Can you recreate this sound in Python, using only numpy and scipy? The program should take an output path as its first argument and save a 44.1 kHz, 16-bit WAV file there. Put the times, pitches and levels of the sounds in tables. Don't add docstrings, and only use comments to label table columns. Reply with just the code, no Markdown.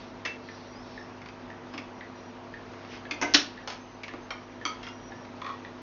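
import sys
import numpy as np
from scipy import signal
from scipy.fft import rfft, irfft, next_fast_len
from scipy.io import wavfile
from scipy.ndimage import uniform_filter1d, map_coordinates

SR = 44100
rng = np.random.default_rng(int(sys.argv[2]) if len(sys.argv) > 2 else 0)


def makeup_ratio(level_db):
    decades = np.asarray(level_db, float) / 20
    return 10 ** decades


def log_audio(samples):
    frames = np.atleast_2d(samples).T
    limited = np.clip(frames, -1, 1)
    pcm = np.round(limited * 32767).astype(np.int16)
    wavfile.write(sys.argv[1], SR, pcm)


N = 256652


# t/s, level/dB
RELEASE = [
    (3.2145, -16.5),
    (3.224, -14),
    (3.231, -16.5),
    (3.238, -24.5),
    (3.262, -28),
]
# t/s, level/dB
LANDING = [
    (3.338, -6),
    (3.3428, -3),
    (3.3456, -2),
    (3.3495, -7.5),
    (3.356, -13),
]
# t/s, level/dB
SETTLING = [
    (3.675, -22),
    (3.682, -26),
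    (3.7, -25.5),
    (3.722, -28.5),
    (3.735, -40),
]
# tilt/(dB/octave), rattle t60/s, ring/dB
RELEASE_FEEL = [(3, .045, -5), (-4, 0.059, -0.5)]
LANDING_FEEL = [(7.5, 0.014, -6.5), (-1.05, 0.081, -10)]
SETTLING_FEEL = [(-.3, 0.057, -8.5), (-.6, 0.071, -15)]
# f/Hz, width/Hz, level/dB
SPINDLE = [(620, 30, -10), (729, 42, -4), (960, 58, -3.5), (1535, 51, -3), (2064, 80, -5.5),
           (2510, 510, -14), (5540, 220, -25), (6250, 190, -24.5)]
PLATTER = [(970, 35, -17), (1460, 190, 2.5), (1766, 38, 1.5), (2960, 90, 1.5), (3450, 94, -0.5),
           (4440, 520, -2.5), (4940, 91, -9), (5130, 240, 0.5)]
# f/Hz, level/(dB per Hz)
SPINDLE_COLOUR = [(180, -22), (300, 7), (530, -1.5), (1500, -1.5), (2130, -9.5), (4100, -18), (6200, -11),
                  (7500, -22)]
PLATTER_COLOUR = [(180, -46), (300, -6), (900, -4), (1500, 2), (2000, -1.5), (5200, -2), (6400, -8),
                  (7500, -21)]
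LEVER_COLOUR = [(150, -54), (400, -18.5), (1000, -10), (3000, -18), (7000, -25)]


def disc():
    release = strike(run_of(RELEASE, RELEASE_FEEL), SPINDLE, SPINDLE_COLOUR, wet_db=-4.5)
    landing = strike(run_of(LANDING, LANDING_FEEL), PLATTER, PLATTER_COLOUR, wet_db=-5.5)
    settling = strike(run_of(SETTLING, SETTLING_FEEL), PLATTER, LEVER_COLOUR, wet_db=-3.0)
    return release + landing + settling


# t/s, level/dB
LATCH = [
    (.2505, -25.5),
    (.2535, -20.5),
    (.2585, -24.5),
]
# t/s, level/dB
TICKS = [(.487, -34), (.9763, -32.5), (1.502, -34.5), (2.0086, -32), (2.5387, -32), (3.0525, -34),
         (3.5746, -35), (4.0904, -35), (4.613, -35), (5.1198, -34.5), (5.6488, -33)]
# t/s, level/dB, tilt/(dB/octave), rattle
# t60/s
CLICKS = [(1.217, -35.5, -3, 0.066), (1.259, -34.5, -2, .048), (1.287, -32.5, 1, 0.027),
          (1.502, -41, -2, .04), (1.738, -31, -2.5, 0.09), (1.778, -23.5, 3, 0.057),
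          (2.735, -34.5, -9, 0.055), (2.848, -37.5, -2.5, 0.037), (3.110, -17.5, 2.5, 0.061),
          (4.034, -26, 0.5, 0.066), (4.081, -29, -3.5, 0.048), (4.138, -29, -11, 0.086),
          (5.25, -40, -1, .06)]
# t/s, level/dB
PAWL = [
    (4.830, -31.5),
    (4.845, -40),
    (4.867, -29.5),
    (4.885, -36),
]
# t/s, level/dB
CLANKS = [
    (4.306, -21.5),
    (4.322, -27.5),
]
BIG_CLANK = [
    (4.6525, -15.5),
    (4.659, -17),
]
# t/s, level/dB
ARM_SWING = [
    (5.417, -26.5),
    (5.426, -43),
    (5.445, -30),
    (5.463, -27),
    (5.473, -32.5),
    (5.489, -29.5),
    (5.499, -32),
    (5.512, -36),
    (5.535, -42),
]
# tilt/(dB/octave), rattle t60/s, ring/dB
LATCH_FEEL = [(.3, 0.075, -1.7), (-0.32, 0.042, -1.7)]
TICK_FEEL = [(-6.5, 0.033, 7), (-3, 0.03, 7)]
PAWL_FEEL = [(.7, 0.13, -2.2), (-.3, 0.075, -1.5)]
CLANK_FEEL = [(-2, 0.053, .6), (-.6, 0.022, 5)]
BIG_CLANK_FEEL = [(3, 0.012, 3), (-.3, 0.073, 7.7)]
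ARM_FEEL = [(1, 0.033, 2), (-5.5, 0.071, 6)]
# f/Hz, width/Hz, level/dB
CATCH = [(1310, 63, -18), (2045, 380, -2.5), (2666, 15, 5.5), (3300, 380, -13)]
GEAR = [(1737, 81, 2.5), (1943, 200, -1.5), (3800, 330, -14.5)]
CHASSIS = [(1150, 200, -3), (2180, 320, 0), (2670, 250, -2.5), (3440, 200, -10), (4680, 240, -12.5)]
SPRING = [(1365, 38, 5), (2050, 210, -3), (2790, 48, 1), (3270, 150, -5), (5300, 460, -12)]
SMALL_LEVER = [(1230, 58, -2), (1890, 52, -12.5), (2190, 120, -11), (2450, 80, -18), (3100, 37, -11.5),
               (5600, 110, -22)]
LEVER = [(1016, 100, -4.5), (1255, 52, 4.5), (2200, 160, -5), (3264, 145, -4.5), (4650, 140, -11.5),
         (5950, 230, -15)]
ARM = [(996, 60, -1), (1106, 39, 5), (1190, 60, 0.5), (1314, 82, -3), (1894, 51, -5.5), (2350, 300, -16),
       (3420, 120, -8.5), (4380, 140, -17)]
# f/Hz, level/(dB per Hz)
CATCH_COLOUR = [(150, -36), (250, -8), (1300, -3), (2000, -8), (2650, -3.5), (3950, -19), (6090, -10),
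                (7000, -27.5)]
GEAR_COLOUR = [(800, -37.5), (1500, -16), (2200, -16.5), (4000, -17.5), (7000, -43.5)]
CHASSIS_COLOUR = [(200, -31.5), (300, -15.5), (880, -9.5), (2000, -6), (2620, -6), (3980, -12),
                  (4700, -11.5), (7000, -20)]


def mechanism():
    click_ring_db = -3
    click_contacts = [(*row, click_ring_db) for row in CLICKS]
    catch = strike(run_of(LATCH, LATCH_FEEL), CATCH, CATCH_COLOUR, wet_db=-3.5)
    ticks = strike(run_of(TICKS, TICK_FEEL), GEAR, GEAR_COLOUR, wet_db=-2)
    clicks = strike(click_contacts, CHASSIS, CHASSIS_COLOUR, wet_db=-5.0)
    pawl = strike(run_of(PAWL, PAWL_FEEL), SPRING, LEVER_COLOUR, wet_db=-3.0)
    clanks = strike(run_of(CLANKS, CLANK_FEEL), SMALL_LEVER, LEVER_COLOUR, wet_db=-4.5)
    big_clank = strike(run_of(BIG_CLANK, BIG_CLANK_FEEL), LEVER, LEVER_COLOUR, wet_db=-3.0)
    arm = strike(run_of(ARM_SWING, ARM_FEEL), ARM, LEVER_COLOUR, wet_db=-3.5)
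    return catch + ticks + clicks + pawl + clanks + big_clank + arm


# t/s, level/dB
THUDS = [
    (1.744, -38.5),
    (1.785, -43),
    (3.119, -33.5),
    (3.227, -30),
    (3.235, -27),
    (3.346, -17),
    (3.42, -30.5),
    (4.139, -39),
    (4.655, -34),
]
# f/Hz, level/dB, t60/s
PLINTH = [(291.2, 3, 0.17), (310, 0, 0.1), (270, -23.5, 0.085)]


def plinth():
    out = np.zeros(N + SR)
    t = np.arange(SR // 3) / SR
    onset = 1 - np.exp(-t / 0.0043)
    for s, db in THUDS:
        boom = 0
        for hz, level_db, t60_s in PLINTH:
            decay = makeup_ratio(level_db + rng.normal(0, 0.61) - 60 * t / t60_s)
            boom = boom + decay * np.sin(2 * np.pi * hz * t)
        out[round(s * SR):][:len(t)] += makeup_ratio(db - 3.0) * onset * boom
    return out[:N]


# t/s, half length/s, rub level/dB, grit level/dB
LOBES = [
    (0, 0.075, -61, -60),
    (0.56, 0.15, -74, -59),
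    (.92, .12, -75, -60.5),
    (2.815, 0.13, -65.5, -75),
    (2.944, 0.047, -51, -75),
    (3.306, .07, -54, -75),
    (3.563, 0.089, -65.5, -67),
    (4.813, .1, -66, -78),
    (5.536, 0.14, -69, -75),
]
# f/Hz, level/(dB per Hz)
RUB = [(700, -28.5), (1300, -6), (1900, -2), (2600, -3), (3800, -8), (5000, -10.5), (5900, -11),
       (7000, -20.5)]
GRIT = [(2500, -29), (3400, -2.5), (4300, 2), (5000, -1.5), (5800, -2), (6500, -20.5)]


def cam():
    rub_floor_db, grit_floor_db = -58.5, -77
    s, half_s, rub_db, grit_db = np.transpose(LOBES)[..., None]
    pressing = np.exp(-((np.arange(N) / SR - s) / half_s) ** 2)
    rub = makeup_ratio(rub_floor_db) + (makeup_ratio(rub_db) * pressing).sum(axis=0)
    rub = rub * makeup_ratio(1.5 + 0.65 * wobble(22))
    grit = makeup_ratio(grit_floor_db) + (makeup_ratio(grit_db) * pressing).sum(axis=0)
    return grit * rush(GRIT, patchy_db=2.5) + rub * rush(RUB, patchy_db=1.5) + squeaks()


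# t/s, length/s, first f/Hz, last f/Hz, level/dB
SQUEAKS = [(0.456, 0.17, 5800, 5620, -65), (.66, 0.1, 5700, 5670, -62), (.72, 0.14, 4650, 5500, -61),
           (0.828, .25, 5420, 5360, -61.5), (1.042, .18, 5420, 5950, -71), (1.691, 0.17, 4900, 5600, -61),
           (1.922, 0.11, 5750, 5600, -65), (2.136, 0.19, 5700, 5780, -65), (3.287, 0.051, 6200, 6150, -53),
           (3.592, .07, 5800, 5700, -68), (3.762, .26, 6330, 6000, -66.5), (4.201, .08, 6250, 6290, -66),
           (4.4, 0.21, 5840, 5800, -68), (4.878, 0.26, 5700, 5820, -59.5), (4.9, 0.38, 5630, 5540, -66),
           (5.159, 0.1, 5780, 5680, -63.5)]


def squeaks():
    fade_share, tone_over_noise = 0.2, 0.8
    width_hz, wander_hz = 130, 25
    out = np.zeros(N)
    for s, length_s, first_hz, last_hz, db in SQUEAKS:
        u = np.linspace(0, 1, round(length_s * SR))
        n = len(u)
        gate = np.clip(np.minimum(u, 1 - u) / fade_share, 0, 1)
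        breath = tone_over_noise + wobble(width_hz, count=n) + 1j * wobble(width_hz, count=n)
        breath *= makeup_ratio(1.7 * wobble(30, count=n))
        pitch_hz = first_hz + (last_hz - first_hz) * u + wander_hz * wobble(15, count=n)
        whistle = np.real(breath * np.exp(2j * np.pi * np.cumsum(pitch_hz) / SR))
        out[round(s * SR):][:n] += gate * makeup_ratio(db - 2.5) * whistle
    return out


# multiple of mains, rms level/dB
HUM = [(2, -56.5), (4, -68), (5, -51), (7, -56), (9, -59.5), (11, -65), (13, -60), (19, -62), (23, -72.5)]
# f/Hz, level/(dB per Hz)
WHIR = [(20, -36), (40, -8.5), (62, -20), (85, -21.5), (130, -12.5), (200, -13.5), (245, -7), (300, -11),
        (500, -13.5), (900, -12.5), (1200, -16), (2000, -24.5), (3500, -42)]
# t/s, whir level/dB
LOAD = [(0, -45.5), (1.05, -45.5), (1.7, -44.5), (2.55, -45.5), (3.2, -43), (3.45, -46.5), (3.8, -47.5),
        (4.6, -46), (5.4, -44.5), (5.82, -45.5)]


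def motor():
    mains_hz = 50.0
    phase = 2 * np.pi * mains_hz * np.arange(N) / SR
    whir_db = curves(LOAD)[0]
    hum = 0
    for k, db in HUM:
        hum = hum + np.sqrt(2) * makeup_ratio(db + 0.35 * wobble(7)) * np.cos(k * phase)
    throb = 1 + 0.029 * np.cos(2 * phase)
    whir = unit(throb * makeup_ratio(0.17 * wobble(13)) * rush(WHIR, patchy_db=0.62))
    hum_swing_db = 0.83 * (whir_db - whir_db.mean())
    return makeup_ratio(hum_swing_db) * hum + makeup_ratio(whir_db - 1.24) * whir


# f/Hz, t60/s
ROOM = [(250, 0.76), (1000, 0.33), (3000, 0.31), (7000, 0.25)]


def room_tails(count):
    hz, t, z = signal.stft(rng.standard_normal((count, SR // 3)), SR, nperseg=256)
    decay = makeup_ratio(-60 * t / along(ROOM, hz)[:, None])
    tails = signal.istft(z * decay, SR, nperseg=256)[1]
    tails = tails / np.linalg.norm(tails, axis=1, keepdims=True)
    return np.pad(tails, ((0, 0), (round(.005 * SR), 0)))


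def strike(contacts, peaks, colour, wet_db):
    s, db, tilt_db, t60_s, ring_db = np.transpose(contacts)[..., None]
    out = np.zeros(N + SR)
    t = np.arange(SR // 6) / SR
    decay = makeup_ratio(-60 * t / np.maximum(t60_s, .004))
    rattle = rng.standard_normal((len(s), 2, len(t))) * decay[:, None]
    rattle[..., 0] += 4.5

    def slope(f):
        return makeup_ratio(tilt_db * np.log2(np.clip(f, 300, 8000) / 2000))

    def ring(f):
        total = 0
        for k, (centre, width, level_db) in enumerate(peaks):
            damping = 1j * f * width
            total = total + (-1) ** k * makeup_ratio(level_db) * damping / (centre * centre - f * f + damping)
        return total

    def peak_one(x):
        return x / np.abs(x).max(axis=1, keepdims=True)

    crack = filtered(rattle[:, 0], lambda f: makeup_ratio(along(colour, f)) * slope(f))
    body = filtered(rattle[:, 1], lambda f: ring(f) * slope(f))
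    hits = makeup_ratio(db) * peak_one(peak_one(crack) + makeup_ratio(ring_db) * peak_one(body))
    heard = makeup_ratio(wet_db) * signal.fftconvolve(hits, room_tails(count=len(s)), axes=1)
    heard[:, :len(t)] += hits
    for start_s, sound in zip(s[:, 0], heard):
        out[round(start_s * SR):][:len(sound)] += sound
    return out[:N]


def run_of(contacts, feel):
    first, last = np.array(feel)
    return np.hstack([contacts, np.linspace(first, last, len(contacts))])


def rush(spectrum, patchy_db):
    z = signal.stft(rng.standard_normal(N + 512), nperseg=512)[2]
    field = uniform_filter1d(rng.standard_normal(z.shape), size=6, axis=0)
    field = uniform_filter1d(field, size=10, axis=1)
    patched = signal.istft(z * makeup_ratio(patchy_db * unit(field)), nperseg=512)[1][:N]
    return unit(filtered(patched, lambda hz: makeup_ratio(along(spectrum, hz))))


def wobble(rate_hz, count=N):
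    end = count * rate_hz / SR
    coarse = np.linspace(0, end, int(end) * 8 + 9)
    knots = rng.standard_normal(int(end) + 4)
    return np.interp(np.linspace(0, end, count), coarse, map_coordinates(knots, [coarse]))


def filtered(x, response):
    m = next_fast_len(x.shape[-1] + 8192)
    return irfft(rfft(x, m) * response(np.fft.rfftfreq(m, 1 / SR)), m)[..., :x.shape[-1]]


def curves(rows):
    s, *cols = np.transpose(rows)
    return [np.interp(np.arange(N) / SR, s, c) for c in cols]


def along(points, hz):
    f, v = np.transpose(points)
    return np.interp(np.log(hz + 1), np.log(f + 1), v)


def unit(x):
    return x / np.sqrt(np.mean(x ** 2) + 1e-20)


def scene():
    return (motor() + cam() + mechanism() + disc() + plinth())[None]


def top_cut(x):
    return signal.sosfilt(signal.butter(12, 7860, fs=SR, output="sos"), x)


# f/Hz, level/dB
MICROPHONE = [(6000, -0.5), (6600, -2.5), (7100, -16), (7600, -37), (8300, -56.5)]


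def record(dry):
    mix = filtered(dry, lambda hz: makeup_ratio(along(MICROPHONE, hz)))
    return top_cut(mix)


dry = scene()
out = record(dry)
log_audio(out)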